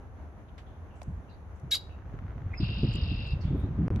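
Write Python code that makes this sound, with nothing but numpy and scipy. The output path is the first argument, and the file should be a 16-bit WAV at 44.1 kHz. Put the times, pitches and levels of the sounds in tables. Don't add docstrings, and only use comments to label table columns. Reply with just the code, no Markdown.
import sys
import numpy as np
from scipy import signal
from scipy.fft import rfft, irfft
from scipy.io import wavfile
from scipy.ndimage import uniform_filter1d

SR = 44100
rng = np.random.default_rng(int(sys.argv[2]) if len(sys.argv) > 2 else 0)


def store_wav(level_fs):
    pcm = np.round(np.clip(np.atleast_2d(level_fs), -1, 1) * 32767)
    wavfile.write(sys.argv[1], SR, pcm.T.astype(np.int16))


N = 176400
T = np.arange(N) / SR
FREQS = np.fft.rfftfreq(N, 1 / SR)


def undb(db):
    return 10 ** (np.asarray(db) / 20)


def unit(x):
    return x / np.sqrt(np.mean(x ** 2))


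def curves(table):
    rows = np.array(table, float)
    return [np.interp(T, rows[:, 0], col) for col in rows[:, 1:].T]


def during(table):
    return (T > table[0][0]) & (T < table[-1][0])


def per_bin(points):
    hz, value = np.array(points, float).T
    return np.interp(np.log(FREQS + 1), np.log(hz), value)


def filtered(x, gain):
    return irfft(rfft(x) * gain, N)


def noise(gain):
    return unit(filtered(rng.standard_normal(N), gain))


def stereo_noise(gain, correlation):
    alike = np.clip(per_bin(correlation), -1, 1)
    mid, side = rfft(rng.standard_normal((2, N))) * gain * np.sqrt([1 + alike, 1 - alike])
    return unit(irfft(np.array([mid + side, mid - side]), N))


def wander(hz):
    return noise(np.exp(-(FREQS / hz) ** 2))


def phase_of(hz):
    return 2 * np.pi * np.cumsum(hz) / SR


def burst(start, rise, decay):
    return np.clip((T - start) / rise, 0, 1) * np.exp(-np.maximum(T - start - rise, 0) / decay)


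def delayed(x, seconds):
    return filtered(x, np.exp(-2j * np.pi * FREQS * seconds))


def woods(x, near_db, near_s, far_db, far_s, damp_hz, gap_s):
    near, far = (unit(burst(gap_s, gap_s, decay)) / np.sqrt(N) for decay in (near_s, far_s))
    dull = 1 / np.sqrt(1 + (FREQS / damp_hz) ** 4)
    tails = [undb(near_db) * near * rng.standard_normal(N) + undb(far_db) * far * noise(dull)
             for _ in range(2)]
    return np.array([signal.fftconvolve(x, tail)[:N] for tail in tails])


def whine(hz=10000, level_db=-93, end_s=1.93):
    tone = np.sin(phase_of(hz * (1 + .002 * wander(100))))
    return np.sqrt(2) * undb(level_db) * (T < end_s) * tone


# (frequency [Hz], relative level [dB])
TRAFFIC_SPECTRUM = [(15, -46.5), (25, -32.5), (48, -5.5), (75, 3), (102, -3), (120, -11), (367, -19.5),
                    (529, -22), (687, -21), (1540, -29.5), (5250, -57), (6140, -47.5), (9080, -72),
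                    (9820, -59.5), (12800, -58), (16600, -100.5), (22000, -120)]
# (frequency [Hz], left-right correlation [0-1])
AMBIENT_IMAGE = [(30, 1), (200, 0.67), (450, 0.88), (850, 0.64), (1500, 0), (12000, 0)]
def traffic(level_db=-46):
    waver = undb(.8 * wander(12))
    return undb(level_db) * waver * stereo_noise(undb(per_bin(TRAFFIC_SPECTRUM)), AMBIENT_IMAGE)


# (time [s], level [dB])
CRACKLE_LEVEL = [(0, -95), (1.85, -70.5), (2.1, -64), (2.4, -59), (3.3, -67), (3.6, -66.5), (4, -59.5)]
# (frequency [Hz], relative level [dB])
CRACKLE_SPECTRUM = [(200, -4.5), (600, 6.5), (1500, 9), (2600, -5.5), (4500, -23.5), (7000, -33),
                    (12000, -47)]
def crackle(clicks_per_s=170, spread_db=3):
    level_db, = curves(CRACKLE_LEVEL)
    hits = rng.random(N) < clicks_per_s / SR
    clicks = hits * undb(spread_db * rng.standard_normal(N)) * rng.choice([-1, 1], N)
    panned = clicks * rng.uniform(0, 1, (2, N))
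    return undb(level_db) * unit(filtered(panned, undb(per_bin(CRACKLE_SPECTRUM))))


def noise_bursts(table, rise_s):
    out = np.zeros((2, N))
    for at, decay, hz, width, db in table:
        resonance = 1 / (1 + (2 * (FREQS - hz) / width) ** 2)
        out += undb(db) * burst(at, rise_s, decay) * stereo_noise(resonance, AMBIENT_IMAGE)
    return out


# (time [s], decay [s], centre [Hz], bandwidth [Hz], level [dB])
TWIG_TICKS = [(.58, 0.02, 1620, 4180, -51), (.955, 0.14, 7200, 3000, -75.5),
              (1.0165, .0035, 1920, 5500, -46), (1.018, 0.006, 700, 300, -45),
              (1.03, 0.0039, 7200, 5000, -53), (1.558, 0.028, 6800, 3000, -75),
              (1.598, 0.0046, 6850, 7000, -66), (2.022, 0.0026, 1293, 1200, -61),
              (2.189, 0.0033, 1370, 1100, -44), (2.305, 0.003, 1264, 1000, -47),
              (2.926, .003, 7200, 1400, -60.5), (2.937, 0.0035, 7250, 1420, -52),
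              (2.956, 0.0026, 7150, 1500, -50.5), (2.957, .003, 10700, 2500, -62),
              (3.271, .012, 7200, 2500, -69.5), (3.312, .003, 11500, 5000, -66.5),
              (3.595, .02, 10600, 5000, -69), (3.96, 0.0019, 1810, 5000, -41.5)]
def twigs():
    return noise_bursts(TWIG_TICKS, rise_s=.00031)


def chirps(table, blur_rad):
    out = np.zeros(N)
    for at, width, hz, glide, db in table:
        age = T - at
        phase = 2 * np.pi * age * (hz + glide * age / 2) + blur_rad * wander(300.8)
        out += undb(db) * np.exp(-(age / width) ** 2) * np.sin(phase)
    return out


# (time [s], pitch [Hz], level [dB])
FAR_WHISTLE = [(3.4, 4300, -67), (3.412, 4650, -55), (3.44, 3670, -66.5), (3.475, 3350, -61),
               (3.52, 3515, -69), (3.57, 3506, -66.5), (3.64, 3790, -65.5), (3.69, 3950, -82.5)]
# (time [s], width [s], pitch [Hz], glide [Hz/s], level [dB])
FAR_NOTES = [(1.285, 0.01, 2770, -4, -64), (1.315, .025, 3960, 0, -66.5),
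             (1.333, 0.0072, 4570, 20000, -69.5), (3.435, 0.026, 4700, 0, -66.5),
             (3.575, 0.0053, 11600, -2, -70)]
# (time [s], decay [s], centre [Hz], bandwidth [Hz], level [dB])
FAR_CALLS = [(.48, 0.012, 3100, 1000, -64), (.66, 0.09, 3260, 895, -69.5), (.9, 0.12, 2750, 500, -69.5),
             (1.292, .035, 4260, 785, -67.5), (1.89, 0.064, 2680, 345, -62), (3.405, 0.03, 5080, 1800, -61),
             (3.43, 0.12, 2600, 1980, -57.5)]
def far_birds():
    hz, db = curves(FAR_WHISTLE)
    whistle = during(FAR_WHISTLE) * undb(db) * np.sin(phase_of(hz * (1 + .045 * wander(300))))
    voice = whistle + chirps(FAR_NOTES, blur_rad=.9)
    scatter = woods(voice, near_db=2, near_s=.017, far_db=-12, far_s=.1, damp_hz=5000, gap_s=.0012)
    return scatter + noise_bursts(FAR_CALLS, rise_s=.0079)


# (time [s], level [dB])
WIND_LEVEL = [(0, -53), (1.5, -59), (2.1, -43.5), (2.5, -37), (2.8, -34), (3.1, -32.5), (3.27, -36.5),
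              (3.55, -32.5), (3.72, -34), (3.85, -32), (4, -32)]
# (frequency [Hz], relative level [dB])
EDDY_SPECTRUM = [(20, -23), (50, 7.5), (100, 4), (200, -14.5), (400, -21.5), (700, -28), (1400, -32.5),
                 (2500, -42), (4500, -56), (12000, -92)]
# (frequency [Hz], left-right correlation [0-1])
WIND_IMAGE = [(30, .98), (120, .988), (450, .99), (800, .9), (1500, .4), (2500, 0), (12000, 0)]
# (time [s], decay [s], upper edge [Hz], level [dB])
BUFFETS = [(1.07, 0.042, 132, -29.5), (1.177, 0.011, 117, -34), (1.633, 0.042, 198, -35.5),
           (2.14, 0.0061, 304, -29.5), (2.215, 0.039, 170, -38.5), (2.36, 0.015, 226, -36),
           (2.459, 0.014, 230, -32), (2.599, 0.013, 303, -25.5), (2.624, 0.013, 133.5, -20),
           (2.689, 0.019, 207, -27.5), (2.769, 0.054, 183, -31.5), (2.831, 0.021, 347, -20),
           (2.884, 0.026, 148, -26.5), (2.948, 0.016, 264, -28.5), (2.981, 0.018, 310, -29),
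           (3.045, 0.041, 196, -35.5), (3.111, 0.019, 211, -25.5), (3.19, 0.021, 230, -35.5),
           (3.333, 0.021, 181, -26), (3.443, 0.085, 160, -26.5), (3.502, 0.049, 280, -27),
           (3.546, 0.02, 520, -31), (3.634, 0.032, 380, -33), (3.68, 0.13, 144, -32),
           (3.778, 0.06, 307, -26.5), (3.8, 0.039, 248, -28.5), (3.901, 0.019, 410, -26),
           (3.939, 0.063, 253, -29.5)]
def wind(flutter_db=4.5, buffet_rise_s=.0027):
    level_db, = curves(WIND_LEVEL)
    flow = stereo_noise(undb(per_bin(EDDY_SPECTRUM)), WIND_IMAGE)
    bass = filtered(flow, 1 / (1 + (FREQS / 700) ** 4))
    flutter = undb(flutter_db * np.tanh(wander(54)))
    out = undb(level_db) * (flow - bass + bass * flutter)
    thump_band = FREQS ** 3 / (FREQS ** 3 + 58 ** 3) / np.sqrt(1 + (FREQS / 170) ** 2)
    turbulence = stereo_noise(1, WIND_IMAGE)
    for at, decay, edge_hz, db in BUFFETS:
        swell = burst(at, buffet_rise_s, decay)
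        puff = filtered(swell * turbulence, thump_band / np.sqrt(1 + (FREQS / edge_hz) ** 8))
        out += undb(db) * np.sqrt(np.mean(swell ** 2)) * unit(puff)
    return out


def glides(notes, cycle, rate, pitch_factor, jitter=.009, spread_db=2.8):
    out = np.zeros(N)
    for centre, width, hz, glide, db in notes:
        age = ((cycle - centre + .5) % 1 - .5) / rate
        phase = 2 * np.pi * age * (hz * pitch_factor + glide * age / 2)
        phase += phase_of(hz * jitter * wander(400))
        out += undb(db + spread_db * wander(65)) * np.exp(-(age / width) ** 2) * np.sin(phase)
    return out


# (time [s], width [s], pitch [Hz], glide [Hz/s], level [dB])
LEAD_IN = [(2.539, 0.0051, 2217, 59998, -39.5), (2.549, 0.039, 2546, 3998, -60.5),
           (2.57, 0.024, 5170, 7, -65), (2.584, 0.0082, 5057, -5, -41.5), (2.61, 0.0066, 4900, -9, -55.5)]
# (time [s], rising notes [dB], held note [dB], high voice [dB])
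TRILL_LEVELS = [(2.6, -54.5, -63, -46), (2.63, -46.5, -46, -49.5), (2.72, -47, -47.5, -52),
                (2.8, -47.5, -51, -49), (2.95, -46.5, -50.5, -50.5), (3.05, -48.5, -48, -50),
                (3.13, -49, -45, -51.5), (3.325, -51.5, -47.5, -52), (3.345, -62, -53.5, -67.5)]
# (time [s], rate [cycles/s], low voice's pitch factor [ratio])
TRILL_PACE = [(2.6, 51, .99), (2.72, 49.5, .995), (2.8, 48, 1), (2.95, 47.6, 1.03), (3.1, 47.1, .99),
              (3.2, 48.6, .977), (3.33, 47.4, .97)]
# (centre [cycles], width [s], base pitch [Hz], glide [Hz/s], relative level [dB])
RISING_NOTES = [(.59, .0018, 2840, 213000, 6), (0.29, 0.00047, 2100, 60000, -2.5)]
HELD_NOTES = [(.85, 0.0052, 2775, -8000, 1.6)]
HIGH_NOTES = [(.09, 0.0033, 5100, 20003, -3), (.23, 0.00067, 4670, -400000, 4.5),
              (.31, .0018, 3850, -120000, 1.5), (.6, 0.0027, 3870, 200000, 2)]
# (frequency [Hz], relative level [dB])
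TRILL_RASP = [(1800, -22.5), (2500, 3.5), (3250, -7.5), (3850, 0), (4500, 0), (5300, -0.5), (5700, -25),
              (7000, -52)]
# (left delay [s], right delay [s], gain [ratio])
TRILL_ECHOES = [(.0031, .0032, 0.45), (.0066, 0.0057, 0.34)]
def trill(rasp_db=-10.5, right_lag_s=.00041):
    rising_db, held_db, high_db = curves(TRILL_LEVELS)
    rate, pitch_factor = curves(TRILL_PACE)
    cycle = np.cumsum(rate * (T > TRILL_PACE[0][0])) / SR
    breath = 1 + np.cos(2 * np.pi * (cycle - HIGH_NOTES[1][0]))
    rasp = undb(rasp_db) * noise(undb(per_bin(TRILL_RASP))) * breath
    rising = undb(rising_db) * glides(RISING_NOTES, cycle, rate, pitch_factor)
    held = undb(held_db) * glides(HELD_NOTES, cycle, rate, pitch_factor)
    high = undb(high_db) * (glides(HIGH_NOTES, cycle, rate, pitch_factor=.96) + rasp)
    voice = during(TRILL_LEVELS) * (rising + held + high) + chirps(LEAD_IN, blur_rad=.25)
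    echoes = sum(gain * np.array([delayed(voice, left), delayed(voice, right)])
                 for left, right, gain in TRILL_ECHOES)
    scatter = woods(voice, near_db=-4, near_s=.0096, far_db=-12.5, far_s=.084, damp_hz=4960, gap_s=.003)
    return np.array([voice, delayed(voice, right_lag_s)]) + echoes + scatter


# (time [s], whistle pitch [Hz], whistle level [dB], rasp level [dB])
CHECK_CALL = [(1.7092, 6140, -44, -53.5), (1.7108, 5710, -38, -48), (1.7128, 4730, -38, -45),
              (1.714, 4140, -33, -34), (1.724, 3796, -22, -33.5), (1.735, 3874, -24.5, -34),
              (1.744, 3825, -28.5, -34.5), (1.75, 4660, -35.5, -33), (1.755, 4690, -27.5, -36.5),
              (1.761, 3900, -39.5, -39.5), (1.771, 3756, -36.5, -52.5), (1.775, 3800, -54, -64)]
# (time [s], pitch [Hz], pitch jitter [ratio], noise share [0-1])
CHECK_BUZZ = [(1.712, 590, .012, .5), (1.721, 555, .003, .2), (1.742, 545, .004, .2),
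              (1.749, 450, .045, .45), (1.76, 340, .05, .6), (1.77, 300, .06, .7)]
# (frequency [Hz], relative level [dB])
CHECK_RASP = [(900, -24), (1700, -23), (2200, -3), (2750, -4.5), (3300, 4.5), (3850, 1.5), (4400, -2),
              (5200, -1.5), (6500, -8.5), (7200, 0), (8400, -15.5), (10200, -10), (11600, -2), (13000, -17),
              (14500, -23)]
def check_call(third_harmonic_db=-13, echo_db=-28, echo_s=.057, left_lag_s=.00002):
    whistle_hz, whistle_db, rasp_db = curves(CHECK_CALL)
    buzz_hz, jitter, noise_share = curves(CHECK_BUZZ)
    waver = 1 + jitter * wander(900)
    phase = phase_of(buzz_hz * waver)
    colour_hz, colour_db = np.array(CHECK_RASP, float).T
    buzz = np.zeros(N)
    for k in range(2, 33):
        gain = undb(np.interp(k * buzz_hz, colour_hz, colour_db))
        buzz += gain * np.sin(k * phase + rng.uniform(0, 2 * np.pi))
    breath = noise(undb(per_bin(CHECK_RASP))) * (1 + .5 * np.cos(phase))
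    rasp = np.sqrt(1 - noise_share) * unit(buzz) + np.sqrt(noise_share) * breath
    rasp += undb(third_harmonic_db) * np.sin(3 * phase)
    whistle = np.sqrt(2) * undb(whistle_db) * np.sin(phase_of(whistle_hz * waver))
    voice = during(CHECK_CALL) * (whistle + undb(rasp_db) * rasp)
    reflected = during(CHECK_CALL) * (whistle + undb(rasp_db - 10) * rasp)
    echo = undb(echo_db) * delayed(reflected, echo_s)
    scatter = woods(voice, near_db=-9.5, near_s=.0086, far_db=-23, far_s=.053, damp_hz=5570, gap_s=.0065)
    return np.array([delayed(voice, left_lag_s), voice]) + echo + scatter


def scene():
    birds = check_call() + trill() + far_birds()
    return birds + twigs() + crackle() + wind() + traffic() + whine()


def record(dry, dropout_s=(3.881, 3.904), dropout_db=-37, top_hz=13000):
    dropout = (T > dropout_s[0]) & (T < dropout_s[1])
    gate = 1 - uniform_filter1d(dropout.astype(float), size=12)
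    lowpass = signal.ellip(8, .2, 70, top_hz, fs=SR, output="sos")
    return signal.sosfilt(lowpass, dry * np.maximum(gate, undb(dropout_db)))


dry = scene()
out = record(dry)
store_wav(out)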